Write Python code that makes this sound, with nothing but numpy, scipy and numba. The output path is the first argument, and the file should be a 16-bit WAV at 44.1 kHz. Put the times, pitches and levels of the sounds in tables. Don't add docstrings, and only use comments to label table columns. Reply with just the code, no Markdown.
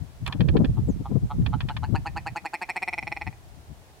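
import sys
import numpy as np
from scipy import signal
from scipy.fft import rfft, irfft
from scipy.io import wavfile
from scipy.ndimage import uniform_filter1d
from numba import njit

SR = 44100
rng = np.random.default_rng(int(sys.argv[2]) if len(sys.argv) > 2 else 0)


def file_out(sig):
    cols = np.atleast_2d(sig).T
    lim = np.clip(cols, -1, 1)
    pcm = np.round(lim * 32767).astype(np.int16)
    wavfile.write(sys.argv[1], SR, pcm)


def makeup_ratio(level_db):
    decades = np.asarray(level_db, float) / 20
    return 10 ** decades


N = 176400

# start_s, level_db, pulse_rate_hz, length_s
CROAK_NOTES = [(0.771, -33.5, 128, 0.018), (1.056, -24, 136.6, 0.0075), (1.304, -22, 145.1, 0.016),
               (1.5311, -20.5, 145, 0.014), (1.6974, -20, 146, 0.013), (1.8323, -19.5, 146, 0.014),
               (1.9489, -17, 158.2, 0.015), (2.0583, -18, 165.5, 0.018), (2.1627, -19, 167, 0.019),
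               (2.2625, -18.5, 164.3, 0.018), (2.3592, -18, 172, 0.017), (2.45, -19, 166, 0.017),
               (2.5347, -17.5, 176.9, 0.017), (2.6152, -17.5, 185.1, 0.018), (2.6901, -17.5, 184.6, 0.017),
               (2.7597, -17, 188.1, 0.017), (2.8214, -16.5, 190.9, 0.014), (2.8765, -17, 183.4, 0.015),
               (2.9284, -19, 178.7, 0.016), (2.9787, -17.5, 171.5, 0.014), (3.0268, -19, 156.3, 0.0066),
               (3.0702, -18.5, 170.4, 0.011), (3.1181, -16.5, 170.7, 0.0093), (3.1655, -19, 163, 0.0079),
               (3.2127, -19.5, 170.4, 0.012), (3.2673, -19.5, 151.6, 0.013), (3.327, -34.5, 163.5, 0.0029)]
# start_s, opening_at_note_start, opening_at_note_end, snap_db
BEAK_MOVES = [
    (0.698, 0.12, 0, -22),
    (1.549, 0.18, 0.25, -42),
    (1.85, 0.19, 0.41, -8),
    (2.101, 0.18, 0.63, -5),
    (2.45, 0.22, 0.79, -0.5),
    (2.751, 0.49, 0.89, -1),
    (2.95, 0.81, 0.81, -7),
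    (3.35, 0.59, 0.74, -19.5),
]
# closed_hz, half_open_hz, open_hz, width_hz, closed_db, half_open_db, open_db
THROAT_MODES = [(330, 300, 270, 183, -26, -20.5, -23), (833, 855, 763, 152, -5.5, -8, -14),
                (1203, 1700, 2200, 224, -9.5, -15.5, -5.5), (3330, 2580, 2310, 253, -30, -16, -1),
                (3666, 4550, 4090, 350, -28.5, -18.5, -31), (4310, 4950, 5750, 224, -41, -39, -17.5),
                (1940, 1700, 1440, 1050, -19, -14.5, -13.5), (2460, 2680, 2800, 1400, -49, -20, -12.5)]
# closed_hz, open_hz, width_hz, level_db
SNAP_MODES = [(5570, 9840, 1700, -20.5), (8950, 10300, 3100, -22.5), (13600, 10700, 4900, -29)]
# start_s, peak_db, brightness_db, upper_body_db
SHUTTER_STROKES = [(0.2633, -30, -15.5, 5.5), (0.2758, -31.5, -15, 2.5), (0.3245, -33, -22, 6.5),
                   (0.4062, -28, -28, 2.5), (0.4859, -30.5, -33, 1.5), (0.567, -33, -35, 3.5),
                   (0.646, -29.5, -38, 0.5), (1.4197, -50.5, -25, -5), (1.4617, -30, -27.5, 1),
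                   (1.6055, -28, -31, 0.5), (1.6871, -30.5, -25, 2.5), (1.7659, -29, -28, -0.5)]
# delay_s, level_db, decay_s, treble_lift_db, knock_db
STROKE_PARTS = [
    (0, -7.5, 0.0039, -3.5, 14),
    (.002, -12, .002, 7, 4.5),
    (.008, -15, .003, 0, 7.5),
    (.012, -22, 0.0085, -6, -10),
]
# centre_hz, width_hz, level_db, side_share
CASE_MODES = [(996, 770, 1, 0.34), (1773, 360, -2.5, 0.84), (2487, 560, -2, 0.86), (3280, 710, -4, 1.1),
              (4290, 770, -14, 1.5), (5200, 880, -24.5, 1.9)]
# centre_hz, width_hz, level_db
PING_MODES = [(7100, 700, -17), (9400, 790, -10), (13200, 2000, -19)]
# time_s, level_db, left_minus_right_db
GUST_LEVELS = [(0, -38.5, 16), (0.129, -51, -2.5), (.5, -23.5, -5), (1.14, -37.5, 0), (1.5, -33, -11),
               (1.949, -37, 13), (2.25, -40.5, -3.5), (2.47, -61.5, 0), (2.8, -60.5, 0), (3.1, -49, 11.5),
               (3.72, -51.5, 4), (4, -61, 0)]
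# peak_s, peak_db, bright_part_db
LEFT_EDDIES = [(0.022, -21.5, -54), (0.234, -22, -51), (0.357, -23.5, -10.5), (0.414, -8, -14),
               (0.563, -14.5, 3), (0.612, -9.5, -9), (0.697, -25.5, -11), (0.791, -12.5, -22.5),
               (0.894, -13, -9.5), (1.011, -22.5, -13.5), (1.121, -18, -8), (1.164, -8, -17),
               (1.237, -15, -32), (1.345, -24.5, -19.5), (1.398, -11, -30), (1.433, -18, -31),
               (1.51, -22.5, -21), (1.57, -28.5, -19), (1.648, -16, -30.5), (1.837, -25.5, -30),
               (1.896, -19.5, -18), (1.938, -14.5, -12.5), (2.097, -29.5, -25), (2.314, -34.5, -36),
               (2.435, -38, -34), (3.042, -33.5, -24), (3.109, -43, -34), (3.281, -23, -43),
               (3.586, -39, -50), (3.716, -30.5, -51)]
# peak_s, peak_db, bright_part_db
RIGHT_EDDIES = [(0.248, -45, -29), (0.288, -22, -41), (0.454, -15, -16), (0.494, -21, -2.5),
                (0.544, -16.5, -11), (0.591, -12, -18.5), (0.649, -16, -6), (0.703, -13.5, -41),
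                (0.751, -26, -30), (0.835, -18, -40), (0.904, -37, -32), (0.964, -25.5, -21.5),
                (1.1, -28.5, -14), (1.244, -18.5, -25), (1.36, -25.5, -17.5), (1.425, -14.5, -37),
                (1.489, -17, -52), (1.548, -15.5, -49), (1.596, -30, -37), (1.689, -27, -31),
                (1.76, -29.5, -25), (1.989, -23, -25), (2.161, -29, -62), (2.328, -30.5, -72)]
# time_s, pitch_hz, level_db
CHIP_GLIDE = [
    (0.878, 8200, -66),
    (0.89, 7400, -53),
    (0.911, 6300, -56),
    (.936, 6200, -70),
]
# frequency_hz, level_db
AIR_SPECTRUM = [(150, -36), (250, -2), (434, -3), (507, -6), (692, -1.5), (1330, -12.5), (8620, -21.5),
                (15500, -27)]


def unit(x):
    return x / np.sqrt(np.mean(x ** 2))


@njit
def svf(x, hz, width):
    y, band_state, low_state = np.empty(len(x)), 0., 0.
    for i in range(len(x)):
        g, k = np.tan(np.pi * hz[i] / SR), width / hz[i]
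        v = (band_state + g * (x[i] - low_state)) / (1 + g * (g + k))
        band_state, low_state = 2 * v - band_state, low_state + 2 * g * v
        y[i] = k * v
    return y


def band(x, hz, width):
    hz = np.zeros(N) + hz
    return svf(svf(x + 1e-18, hz, 1. * width), hz, 1.47 * width)


def walk(rate_hz):
    hold = int(SR / rate_hz)
    steps = np.repeat(rng.standard_normal(N // hold + 1), hold)
    slewed = uniform_filter1d(uniform_filter1d(steps, hold), hold)
    return 1.5 * np.tanh(slewed[:N])


def pan(x, left_minus_right_db):
    return x * makeup_ratio(np.array([[.5], [-.5]]) * left_minus_right_db)


def rasp(x, share):
    flow = signal.lfilter([1], [1, -np.exp(-1 / (0.002 * SR))], abs(x))
    return x + share * flow * rng.standard_normal(N)


def throat_pulses(t):
    jitter, shimmer_db = 0.004, 0.6
    sag, fastest_pulse = 0.01156, 1.596
    pulses, snaps, chest, opening, posture = np.zeros((5, N))
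    beak = np.array(BEAK_MOVES).T
    k = np.arange(-1, 9)
    chance = rng.standard_normal((len(CROAK_NOTES), 2, len(k)))
    snap_shape_db = np.where(k < 1, -4.5 * (1 - 2 * k), -7 * np.maximum(k - 2, 0))
    onset_db = np.where(k < 0, -16.5, np.where(k == 0, -5, 0))
    for (start_s, db, hz, length_s), (time_chance, level_chance) in zip(CROAK_NOTES, chance):
        beak_start, beak_end, snap_db = [np.interp(start_s, beak[0], column) for column in beak[1:]]
        drift = sag * ((k - fastest_pulse) ** 3 + fastest_pulse ** 3) / 3
        at_s = (k * (1 + jitter * time_chance) + drift) / hz
        release_db_s = 1010 + 1798 * beak_start ** 2
        release_db = release_db_s * np.maximum(at_s - length_s + .5 / hz, 0)
        level_db = db + onset_db - release_db + shimmer_db * level_chance
        near = np.arange(int((start_s - .015) * SR), int((start_s + .07) * SR))
        gap = near[:, None] - (start_s + at_s) * SR
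        click = np.sinc(0.71 * gap) * (abs(gap) < 20) * makeup_ratio(level_db)
        pulses[near] += click[:, 1:].sum(axis=1)
        snaps[near] += click @ makeup_ratio(snap_shape_db + snap_db)
        chest[near] += click[:, 0] + (makeup_ratio(2.5) - 1) * click[:, 1]
        chest[near] += click @ (makeup_ratio(0.27 * beak_start * release_db) - 1)
        progress = np.clip((t[near[0]:] - start_s) / (length_s + 0.0054), 0, 1)
        opening[near[0]:] = beak_start + (beak_end - beak_start) * progress
        posture[near[0]:] = (beak_start + beak_end) / 2
    return pulses, snaps, chest, opening, posture


def ptarmigan(t):
    pulses, snaps, chest, opening, posture = throat_pulses(t)
    move = opening - posture
    upper_opening = posture + 0.75 * move
    drive, crack = rasp(pulses, 0.018), rasp(snaps, 0.108)
    out = np.zeros(N)
    for n, row in enumerate(THROAT_MODES):
        gape = upper_opening if n in (3, 4, 5, 7) else opening
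        hz, db = [np.interp(gape, (0.15, 0.41, 1), values) for values in (row[:3], row[4:])]
        width_hz = row[3]
        source = drive
        if n < 3:
            source = drive + chest * (1 - opening * (n == 2))
        if n in (3, 4, 5):
            db = db + 7.5 * move
        out += (-1) ** n * makeup_ratio(db) * band(source, hz, width_hz) * SR / width_hz / 3
    for closed_hz, open_hz, width_hz, db in SNAP_MODES:
        hz = closed_hz + (open_hz - closed_hz) * opening
        out += makeup_ratio(db) * band(crack, hz, width_hz) * SR / width_hz / 3
    return out * makeup_ratio(-1.5)


def thicket_echo(bird):
    lag_s = np.arange(SR // 2) / SR
    envelope = makeup_ratio(-60 * lag_s / 0.3) * np.minimum(lag_s / 0.0009, 1)
    mid, side = rng.standard_normal((2, len(lag_s))) * envelope
    tails = [unit(tail) / np.sqrt(len(lag_s)) for tail in (mid + side, mid - side)]
    source = band(bird, 2320, 3700)
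    return makeup_ratio(-17.5) * np.array([signal.fftconvolve(source, tail)[:N] for tail in tails])


def ring_case(layers, sideways):
    out = 0.74 * band(layers[2], 7300, 11000)
    for n, (hz, width_hz, db, side_share) in enumerate(CASE_MODES):
        gain = (-1) ** n * makeup_ratio(db) * side_share ** sideways * np.sqrt(3000 / width_hz)
        body = band(layers[int(hz > 2200)], hz, width_hz)
        out = out + gain * band(body, hz, 3 * width_hz)
    return out


def mirror(t, noise):
    tick_s, ping_s = 0.269, 0.2775
    envelope = np.exp(-abs(t - tick_s) / np.where(t > tick_s, 0.036, .002))
    tick = makeup_ratio(-38.5) * envelope * unit(band(noise, 930, 470))
    strike = 1. * (np.arange(N) == int(ping_s * SR))
    ping = sum(makeup_ratio(db) * band(strike, hz, width_hz) for hz, width_hz, db in PING_MODES)
    return tick + pan(ping, 3)


def shutter(t):
    scrape, knock = np.zeros((2, 3, N))
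    for start_s, db, bright_db, body_db in SHUTTER_STROKES:
        for delay_s, part_db, decay_s, lift_db, knock_db in STROKE_PARTS:
            age_s = np.maximum(t - start_s - delay_s, 0)
            colour = makeup_ratio(np.array([[0], [body_db + lift_db], [bright_db]]))
            envelope = np.exp(-age_s / decay_s) * (1 - np.exp(-age_s / 0.00032))
            scrape += colour * makeup_ratio(db + part_db) * envelope
            knock[:, int((start_s + delay_s) * SR)] += colour[:, 0] * makeup_ratio(db + knock_db)
    mid, side = rng.standard_normal((2, N)) * makeup_ratio(3.2 * walk(900))
    together = ring_case(mid * scrape + knock, False)
    late_knock = np.roll(knock, shift=5, axis=1)
    apart = ring_case(side * scrape + 0.67 * late_knock, True)
    return 2.19 * (together + apart * np.array([[1], [-1]])) + mirror(t, mid)


def rumble_band(x, hz, width_hz):
    return unit(band(band(x, hz, width_hz), hz, 2 * width_hz))


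def wind(t):
    time_s, db, pan_db = np.array(GUST_LEVELS).T
    ports = []
    for side, eddies in ((.5, LEFT_EDDIES), (-.5, RIGHT_EDDIES)):
        noise = rng.standard_normal((5, N))
        rumble = rumble_band(noise[0], 99.9, 85.6) + makeup_ratio(-0.5) * rumble_band(noise[4], 60, 61.7)
        bed = rumble * makeup_ratio(np.interp(t, time_s, db + side * pan_db) + 3.5 * walk(18))
        bumps = [(np.exp(-((t - peak_s) / .018) ** 2), makeup_ratio(peak_db), makeup_ratio(bright_db))
                 for peak_s, peak_db, bright_db in eddies]
        rise = sum(bump * np.sqrt(np.minimum(bright, .5)) for bump, _, bright in bumps)
        thud = rumble_band(noise[1], 86.3 * (1 + 1.93 * rise), 98.3)
        thud = thud / np.sqrt(2 * uniform_filter1d(thud ** 2, size=700) + 1e-9)
        rush = rumble_band(noise[2], 283, 273) + makeup_ratio(-28.5) * rumble_band(noise[3], 855, 507)
        thud_level = sum(bump * peak for bump, peak, _ in bumps)
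        rush_level = sum(bump * bump * peak * bright for bump, peak, bright in bumps)
        ports.append(bed + thud * thud_level + rush * rush_level)
    return np.array(ports)


def chip(t):
    time_s, pitch_hz, db = np.array(CHIP_GLIDE).T
    hz = np.interp(t, time_s, pitch_hz) * (1 + 0.03 * walk(400))
    phase = 2 * np.pi * np.cumsum(hz) / SR
    level = (t > time_s[0]) * (t < time_s[-1]) * makeup_ratio(np.interp(t, time_s, db))
    return level * (np.sin(phase) + makeup_ratio(-15) * np.sin(2 * phase))


def air():
    hz = np.maximum(np.fft.rfftfreq(N, 1 / SR), 30)
    spectrum_hz, spectrum_db = np.array(AIR_SPECTRUM).T
    gain = makeup_ratio(np.interp(np.log(hz), np.log(spectrum_hz), spectrum_db)) * np.minimum(hz / 200, 1)
    mid, side = [irfft(rfft(rng.standard_normal(N)) * unit(gain) * width, N)
                 for width in (1, np.minimum(hz / 1300, 1))]
    return makeup_ratio(-57.5 + 0.09 * walk(2.6)) * (mid + side * np.array([[1], [-1]]))


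def scene():
    t = np.arange(N) / SR
    bird = ptarmigan(t)
    return pan(bird, -0.3) + thicket_echo(bird) + shutter(t) + wind(t) + chip(t) + air()


def top_cut(x):
    return signal.sosfilt(signal.butter(12, 16420, fs=SR, output="sos"), x)


def record(dry):
    low_pass = signal.ellip(8, .2, 70, 15800, fs=SR, output="sos")
    mix = signal.sosfilt(low_pass, dry)
    return top_cut(mix)


dry = scene()
out = record(dry)
file_out(out)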